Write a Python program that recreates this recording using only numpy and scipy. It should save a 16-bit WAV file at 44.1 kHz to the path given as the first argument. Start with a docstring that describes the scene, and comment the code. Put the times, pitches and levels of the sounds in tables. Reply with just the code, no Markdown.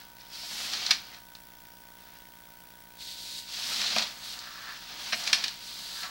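"""The push cable of an inspection camera is fed by hand into a pipe: three long shoves, with light glides before,
between and after them. It rasps on the pipe's lip, rubs and sizzles, all made of random tiny slips and noise;
where it binds, it rings. Short bursts of chatter ring the metal reel as clacks and the pipe as dull knocks,
in a small room. Under it all the monitor hums, hisses, buzzes at the picture rate, whistles at the line rate
and ticks: sines, shaped noise and repeating pulses."""
import sys
import numpy as np
from scipy import signal
from scipy.fft import rfft, irfft, next_fast_len
from scipy.io import wavfile
from scipy.ndimage import uniform_filter1d

SR = 44100
rng = np.random.default_rng(int(sys.argv[2]) if len(sys.argv) > 2 else 0)


def dump_mix(stems):
    """Bounce the given channels to the path in sys.argv[1] as a 16-bit WAV at rate SR."""
    frames = np.atleast_2d(stems).T  # one column per channel
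    limited = np.clip(frames, -1, 1)  # hard clip at full scale
    pcm = np.round(limited * 32767).astype(np.int16)
    wavfile.write(sys.argv[1], SR, pcm)


N = 269230
TIME = np.arange(N) / SR   # seconds
ROOM_T60_S = 0.32          # time for the echo to fade by 60 dB
CUTOFF_HZ = 15800          # nothing much is heard above this
FIELD_HZ = 59.94           # picture rate
LINE_HZ = 15735.5          # line rate

# In every spectrum the level is power per Hz, and only its shape counts: the loudness is set elsewhere.

# steady hum of the electronics: f/Hz, level/dB (rms)
HUM_TONES = [(46.0, -68), (134.0, -74), (188.0, -70), (275.0, -84.5), (322.0, -75), (940.0, -61),
             (1504.0, -64)]
# spectrum of the amplifier hiss: f/Hz, level/dB
HISS_SPECTRUM = [(20, 2), (80, -2.5), (450, -5), (800, 1.5), (1150, -2), (2000, 0), (2700, -11), (3400, 0),
                 (4000, -10), (5700, -4), (6600, -7.5), (9700, -9.5), (10300, -1), (11000, -11),
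                 (15500, -8.5)]
# pulses in each picture's sync interval:
# delay t/s, length t/s, voltage step level/dB, switching spike level/dB, crackle level/dB
# (steps and spikes as they are before the bass is taken out)
SYNC_PULSES = [(0.00135, 0.00035, -50, -38, -47), (0.00170, 0.00058, -45, -41, -47.5),
               (0.00223, 0.00051, -52, -40, -46.5), (0.0030, 0.00058, -50, -81, -50)]
# line whistle and its sidebands: distance from the line rate f/(picture rates),
# level/dB (rms, before the level of the whole whistle)
WHISTLE_TONES = [(0, -56.5), (-1, -60), (-2, -64), (-3, -69), (-4, -73), (-5, -73), (-6, -74), (-11, -75),
                 (-12, -75)]

# dull knocks on the pipe: t/s, level/dB (rough peak of the wall sound before filter and room)
PIPE_KNOCKS = [(0.432, -39), (0.910, -37), (3.9621, -15.5), (5.127, -25), (5.331, -31), (6.034, -37)]
# what the pipe wall rings with: f/Hz, width f/Hz, level/dB (relative)
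PIPE_MODES = [(656, 100, 1), (780, 88, 1), (915, 154, -5), (1190, 140, -5.5), (2300, 510, -8)]
# cable clacks on the reel: t/s, level/dB (rough peak before the room),
# low ring level/dB (-15.5 leaves the low modes as they are), chatter length t/s
REEL_CLACKS = [(0.204, -40.5, -17, 0.0099), (0.732, -20, -18, 0.0066), (0.8623, -15.7, -21, 0.0045),
               (0.9065, -5, -15, 0.0064), (1.143, -35.5, -15, 0.0035), (1.35, -33.5, -16.5, 0.0029),
               (1.65, -47, -14, 0.008), (3.814, -17, -16.5, 0.0032), (3.902, -23, -24, 0.0036),
               (3.9818, -12, -17.5, 0.0041), (4.021, -18.5, -19, 0.0053), (4.389, -28.5, -32, 0.0018),
               (5.122, -15, -8, 0.016), (5.236, -25, -30, 0.006), (5.274, -15.5, -18, 0.0028),
               (5.3285, -4.5, -16, 0.0041), (5.345, -18, -18, 0.004), (5.437, -15, -21, 0.0066),
               (5.4793, -19.5, -19, 0.0035), (6.031, -24.5, -8, 0.0042)]
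# what the reel rings with: f/Hz, width f/Hz, level/dB (relative, before each clack's own changes)
REEL_MODES = [(1096, 180, -17.5), (1380, 360, -15.5), (1775, 305, -9), (2460, 325, -6.5), (3060, 510, -8.5),
              (3670, 360, -5.5), (4230, 273, -1), (5020, 550, -6), (5760, 440, -7), (6677, 1030, -15),
              (8100, 2500, -22), (11900, 3200, -33.5)]
# long contacts are soft and leave the reel's highest modes quiet
CRISP_DB, SOFT_DB_PER_S, SOFT_ABOVE_HZ = 4, 800, 6000

# the cable binds, drags hoarsely and comes free: comes free t/s, level/dB (then), build-up level/(dB per s)
BINDINGS = [(4.45, -53, 332), (4.63, -46.3, 38), (4.705, -40, 130), (5.97, -47, 200), (6.046, -39.5, 280)]
# what the drag rings with: f/Hz, width f/Hz, level/dB (relative)
BINDING_MODES = [(1201, 17, 0), (1344, 61, 0), (1490, 150, -5), (1600, 49, 0.5), (1724, 80, 3.5)]
DRAG_RELEASE_DB_PER_S = 170

# spectrum of the rasp at the pipe's lip: f/Hz, level/dB
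RASP_SPECTRUM = [(900, -45), (1800, -16.5), (2450, -11), (3100, -6.5), (3650, -4.5), (3900, -4.5),
                 (4250, -2.5), (4800, -4), (5200, -6.5), (5600, -8), (6400, -13), (8000, -23), (12000, -41)]
# spectrum of the rub on the pipe wall: f/Hz, level/dB
RUB_SPECTRUM = [(120, -30), (250, -15), (430, -9), (560, -6.5), (720, 0.7), (1000, -0.5), (1300, 2),
                (1750, 1.5), (2300, 1), (3200, -2), (5500, -7), (8000, -25)]
# spectrum of the fine sizzle: f/Hz, level/dB
SIZZLE_SPECTRUM = [(4000, -11.5), (6100, 1.5), (6900, 1), (7500, 1), (8300, 0), (9300, -3.5), (10000, -3),
                   (11600, -5.5), (13000, -7), (13900, -6.5), (15000, -9), (17000, -16)]
# spectrum of the pipe's boom, which follows the rub: f/Hz, level/dB
BOOM_SPECTRUM = [(40, -24), (100, -13.5), (170, -7.5), (215, 0.5), (250, -6.5), (320, -11), (450, -19),
                 (900, -27.5)]
# hard shoves: start t/s, full force t/s, let go t/s,
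# rasp level/dB, rub level/dB, sizzle level/dB (all at full force)
HARD_SHOVES = [(0.533, 0.605, 0.926, -36, -43.5, -43.5), (3.52, 3.738, 4.027, -32, -40.5, -42),
               (4.99, 5.2, 5.46, -37, -44, -46.5)]
# weaker, steady stretches of friction before, under and after the stronger movements:
# start t/s, stop t/s, rasp level/dB, rub level/dB, sizzle level/dB
WEAK_STRETCHES = [(0.0, 0.015, -53, -54, -68), (0.194, 0.326, -57.5, -63.5, -72),
                  (0.338, 0.494, -47.5, -54.5, -64), (0.96, 1.155, -52, -53, -69),
                  (2.0, 2.174, -63.5, -62, -74), (4.03, 4.38, -48, -51.5, -55.5),
                  (4.42, 4.9, -46, -53.5, -62), (4.918, 5.13, -46.5, -47.5, -68),
                  (5.505, 6.104, -47, -53.5, -59.5)]
# light glides before, between and after the shoves: start t/s, stop t/s, final level/dB, centre f/Hz,
# sizzle level/dB (relative to the glide)
LIGHT_GLIDES = [(0.338, 0.49, -45.5, 4910, -5), (3.014, 3.13, -44.5, 4050, -5),
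                (3.188, 3.389, -43, 4220, -4), (4.241, 4.332, -44, 4170, -5.5),
                (5.627, 6.033, -42.4, 4300, -5)]
GLIDE_GROWTH_DB_PER_S = 16
# how fast a movement starts and stops; a shove leans in more slowly
ATTACK_DB_PER_S, SHOVE_ATTACK_DB_PER_S, RELEASE_DB_PER_S = 340, 130, 178
# a shove gathers force up to its full force
RASP_CLIMB_DB_PER_S, RUB_CLIMB_DB_PER_S, SIZZLE_CLIMB_DB_PER_S = 33.5, 59, 35
# then, as the cable presses on the wall, the rub grows and the sizzle dies
RUB_GROWTH_DB_PER_S, SIZZLE_FADE_DB_PER_S = 7.5, 44
# faint steady rasp and rub noise that fills in the background throughout
FAINT_RASP_DB, FAINT_RUB_DB = -68, -68.5


def from_db(db):
    """Turn decibels into a gain."""
    return 10 ** (np.asarray(db) / 20)


def rms_one(x):
    """Scale a sound to an rms of 1."""
    return x / np.sqrt(np.mean(x ** 2) + 1e-20)


def coloured(x, spectrum):
    """Filter a steady sound with a smooth spectrum and scale it to an rms of 1."""
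    hz, db = np.transpose(spectrum)
    size = next_fast_len(N)
    bins = np.maximum(np.fft.rfftfreq(size, 1 / SR), 1)
    gain = from_db(np.interp(np.log(bins), np.log(hz), db))
    return rms_one(irfft(rfft(x, size) * gain, size)[:N])


def noise(spectrum):
    """Random noise with a given spectrum and an rms of 1."""
    return coloured(rng.standard_normal(N), spectrum)


def drift(rate):
    """Random wander with an rms of 1, heading for a new value 'rate' times a second."""
    return rms_one(np.interp(TIME * rate, np.arange(4096), rng.standard_normal(4096)))


def resonance(x, hz, width_hz):
    """Ring at one frequency, which passes with a gain of 1; a narrower width rings longer."""
    r = np.exp(-np.pi * width_hz / SR)
    feed = np.array([1, 0, -1]) * (1 - r * r) / 2
    feedback = [1, -2 * r * np.cos(2 * np.pi * hz / SR), r * r]
    return signal.lfilter(feed, feedback, x)


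def add(out, s, sound):
    """Mix a sound in at a given time."""
    at = max(int(s * SR), 0)
    out[at:at + len(sound)] += sound[:N - at]


def room(x, wet_db):
    """Add the room's echo: a noisy tail that swells within 4.2 ms, then fades away."""
    t = TIME[:SR // 2]
    tail = rng.standard_normal(len(t)) * from_db(-60 * t / ROOM_T60_S) * np.clip(t / 0.0042, 0, 1)
    echo = signal.fftconvolve(x, tail / np.linalg.norm(tail))[:N]
    return x + from_db(wet_db) * echo


def before(s):
    """Seconds still to go until a moment; zero after it."""
    return np.maximum(s - TIME, 0)


def after(s):
    """Seconds gone since a moment; zero before it."""
    return np.maximum(TIME - s, 0)


def moving_db(start, stop, attack_db_per_s=ATTACK_DB_PER_S):
    """Level of one movement: it rises until start, holds, and falls from stop."""
    return -attack_db_per_s * before(start) - RELEASE_DB_PER_S * after(stop)


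def together(levels_db):
    """Gain of overlapping movements: their powers add."""
    return np.sqrt(sum(from_db(db) ** 2 for db in levels_db))


def hum():
    """The electronics hum on a few steady sine tones."""
    tones = 0
    for hz, db in HUM_TONES:
        wave = np.sin(2 * np.pi * (hz * TIME + rng.random()))   # random starting point
        tones = tones + from_db(db) * np.sqrt(2) * wave
    return tones


def amplifier_hiss(level_db):
    """The amplifier hisses: steady noise with an uneven spectrum."""
    return from_db(level_db) * noise(HISS_SPECTRUM)


def picture_buzz(droop_hz):
    """Each picture's sync interval leaks into the sound as voltage steps, spikes and a short crackle."""
    since = TIME % (1 / FIELD_HZ)
    steps, spikes, crackle = 0, 0, 0
    for delay, length, step_db, spike_db, crackle_db in SYNC_PULSES:
        inside = np.minimum(since - delay, delay + length - since)
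        gate = np.clip(inside * SR / 2 + .5, 0, 1)
        steps = steps - from_db(step_db) * gate
        spikes = spikes + from_db(spike_db) * np.sinc(2 * CUTOFF_HZ * (since - delay))
        crackle = crackle + from_db(crackle_db) * gate
    high_pass = signal.butter(1, droop_hz, "high", fs=SR, output="sos")   # held steps sag back to zero
    coupled = signal.sosfilt(high_pass, steps + spikes)
    return coupled + crackle * noise([(300, -8), (2000, 5), (5500, 0.5), (8000, -25), (15000, 6.5)])


def line_whistle(level_db):
    """The line rate sings thinly; its sidebands line up once per picture and make it swell."""
    tones = 0
    for k, db in WHISTLE_TONES:
        cycles = LINE_HZ * TIME + k * FIELD_HZ * (TIME - .003)
        tones = tones + from_db(db) * np.sqrt(2) * np.cos(2 * np.pi * cycles)
    return from_db(level_db) * tones


def display_ticks(thump_db, tick_db):
    """The distance readout refreshes about five times a second: a burst of ringing noise and a low thump."""
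    since = (TIME - .003) % .2006
    tick = np.exp(-since / 0.0018) * rms_one(resonance(rng.standard_normal(N), 8400, 1500))
    thump = resonance(np.exp(-since / 0.0032), 90, 120)
    return from_db(tick_db) * tick + from_db(thump_db) * thump


def electronics():
    """All the monitor's own noises, running throughout."""
    steady = hum() + amplifier_hiss(level_db=-59.5)
    picture = picture_buzz(droop_hz=183) + line_whistle(level_db=-3.0)
    return steady + picture + display_ticks(thump_db=-51.5, tick_db=-54.0)


def blow(modes, chatter_s, after_db, after_s, crest_db):
    """A few milliseconds of chattering contact, then a fading rattle, ring a body; peak near 1."""
    t = TIME[:SR // 6]
    age = t / max(chatter_s, .001)
    chatter = 2 * np.sqrt(age) * np.exp(-age ** 2)
    rattle = from_db(after_db) * np.minimum(age, 1) * np.exp(-t / after_s)
    contact = (chatter + rattle) * rng.choice([-1, 1], len(t))
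    body = 0
    for k, (hz, width, db) in enumerate(modes):
        body = body + (-1) ** k * from_db(db) * resonance(contact, hz, width)   # every other mode is flipped
    loudest_rms = np.sqrt(np.max(uniform_filter1d(body ** 2, size=SR // 250)))   # over 4 ms
    return body / (loudest_rms * from_db(crest_db))


def knocks(thud_hz, thud_db, thud_s):
    """The cable bumps the pipe: a hollow clonk from the wall and a low, fading thud from the air inside."""
    wall, air = np.zeros((2, N))
    t = TIME[:SR // 3]
    thud = from_db(thud_db) * np.sin(2 * np.pi * thud_hz * t) * np.exp(-t / thud_s)
    for s, peak_db in PIPE_KNOCKS:
        clonk = blow(PIPE_MODES, chatter_s=0.0029, after_db=-10.5, after_s=0.0088, crest_db=7)
        add(wall, s, from_db(peak_db) * clonk)
        add(air, s, from_db(peak_db) * thud)
    high_pass = signal.butter(3, 580, "high", fs=SR, output="sos")   # a stiff wall radiates little bass
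    return room(signal.sosfilt(high_pass, wall), wet_db=-4) + air


def clacks():
    """The cable slaps the reel and rings its modes; each slap has its own low ring, long ones a duller top."""
    out = np.zeros(N)
    for s, peak_db, low_db, chatter_s in REEL_CLACKS:
        top_db = CRISP_DB - SOFT_DB_PER_S * chatter_s
        modes = []
        for hz, width, db in REEL_MODES:
            lowness = np.clip((3600 - hz) / 1400, 0, 1)   # 1 up to 2200 Hz, 0 from 3600 Hz
            change_db = (low_db + 15.5) * lowness + top_db * (hz > SOFT_ABOVE_HZ)
            modes.append((hz, width, db + change_db))
        add(out, s, from_db(peak_db) * blow(modes, chatter_s, after_db=-5.5, after_s=0.021, crest_db=8.5))
    return room(out, wet_db=-12)


def friction(spectrum, slips_per_s, spread_db, smooth_db, judder_db):
    """Countless tiny slips of uneven size over a smooth hiss; the pressure judders."""
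    sizes = from_db(spread_db * np.minimum(rng.exponential(1, N), 4)) * rng.choice([-1, 1], N)
    slips = rms_one(sizes * (rng.random(N) < slips_per_s / SR))
    hiss = from_db(smooth_db) * rng.standard_normal(N)
    contact = (slips + hiss) * from_db(judder_db * drift(70))
    return coloured(room(contact, wet_db=-7.0), spectrum)


def drag():
    """Stick and slip of the binding cable rings a cluster of close modes, louder until it comes free."""
    spectrum = [(600, 1), (1000, 7.5), (2000, 3), (3000, 0)]   # f/Hz, level/dB
    slips = friction(spectrum, slips_per_s=900, spread_db=1.5, smooth_db=-3, judder_db=1.2)
    body = sum(from_db(db) * resonance(slips, hz, width) for hz, width, db in BINDING_MODES)
    levels_db = []
    for s, db, build_up in BINDINGS:
        levels_db.append(db - build_up * before(s) - DRAG_RELEASE_DB_PER_S * after(s))
    return together(levels_db) * rms_one(body)


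def glide_db(start, stop, final_db):
    """A glide grows louder until the hand stops."""
    return final_db + moving_db(start, stop) - GLIDE_GROWTH_DB_PER_S * before(stop)


def glide(half_width_hz):
    """Each glide hisses in one narrow band: slow noise shifted up to the glide's own pitch."""
    low_pass = signal.butter(3, half_width_hz, fs=SR, output="sos")
    slow = signal.sosfilt(low_pass, rng.standard_normal((2, N)))
    out = np.zeros(N)
    for start, stop, final_db, centre_hz, _ in LIGHT_GLIDES:
        phase = 2 * np.pi * centre_hz * TIME
        band = rms_one(slow[0] * np.cos(phase) + slow[1] * np.sin(phase))
        out += from_db(glide_db(start, stop, final_db)) * band
    return out


def friction_gains():
    """How strong the rasp, rub and sizzle are: shoves, weak stretches and glides over a faint background."""
    rasp, rub, sizzle = [FAINT_RASP_DB], [FAINT_RUB_DB], []
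    for start, full, stop, rasp_db, rub_db, sizzle_db in HARD_SHOVES:
        on_db = moving_db(start, stop, SHOVE_ATTACK_DB_PER_S)
        early, late = before(full), after(full)
        rasp.append(rasp_db + on_db - RASP_CLIMB_DB_PER_S * early)
        rub.append(rub_db + on_db - RUB_CLIMB_DB_PER_S * early + RUB_GROWTH_DB_PER_S * late)
        sizzle.append(sizzle_db + on_db - SIZZLE_CLIMB_DB_PER_S * early - SIZZLE_FADE_DB_PER_S * late)
    for start, stop, rasp_db, rub_db, sizzle_db in WEAK_STRETCHES:
        on_db = moving_db(start, stop)
        rasp.append(rasp_db + on_db)
        rub.append(rub_db + on_db)
        sizzle.append(sizzle_db + on_db)
    for start, stop, final_db, _, sizzle_db in LIGHT_GLIDES:
        level_db = glide_db(start, stop, final_db)
        rasp.append(level_db)   # as strong as the glide's narrow hiss
        sizzle.append(level_db + sizzle_db)
    return together(rasp), together(rub), together(sizzle)


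def sliding_cable(boom_db):
    """Rasp at the lip, dull rub on the wall and fine sizzle swell with movement; the rub makes the pipe boom."""
    rasp_gain, rub_gain, sizzle_gain = friction_gains()
    rasp = friction(RASP_SPECTRUM, slips_per_s=2500, spread_db=1.5, smooth_db=4.0, judder_db=1.0)
    rub = friction(RUB_SPECTRUM, slips_per_s=1500, spread_db=2.5, smooth_db=-1.5, judder_db=2.0)
    sizzle = friction(SIZZLE_SPECTRUM, slips_per_s=6700, spread_db=4.0, smooth_db=5.0, judder_db=0.64)
    boom = from_db(boom_db) * noise(BOOM_SPECTRUM)
    return rasp_gain * rasp + rub_gain * (rub + boom) + sizzle_gain * sizzle


def scene():
    """Cable, reel and pipe over the monitor's own noise."""
    background = electronics()
    hits = knocks(thud_hz=220.0, thud_db=-21, thud_s=0.031) + clacks()
    cable = drag() + glide(half_width_hz=620) + sliding_cable(boom_db=-14.5)
    return (background + hits + cable)[None]


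def record(dry):
    """The loudest peaks are flattened below a ceiling and the highest treble is cut."""
    ceiling = .38
    limited = dry / (1 + (dry / ceiling) ** 6) ** (1 / 6)
    low_pass = signal.ellip(12, .1, 70, CUTOFF_HZ, fs=SR, output="sos")
    return signal.sosfilt(low_pass, limited)


dry = scene()
out = record(dry)
dump_mix(out)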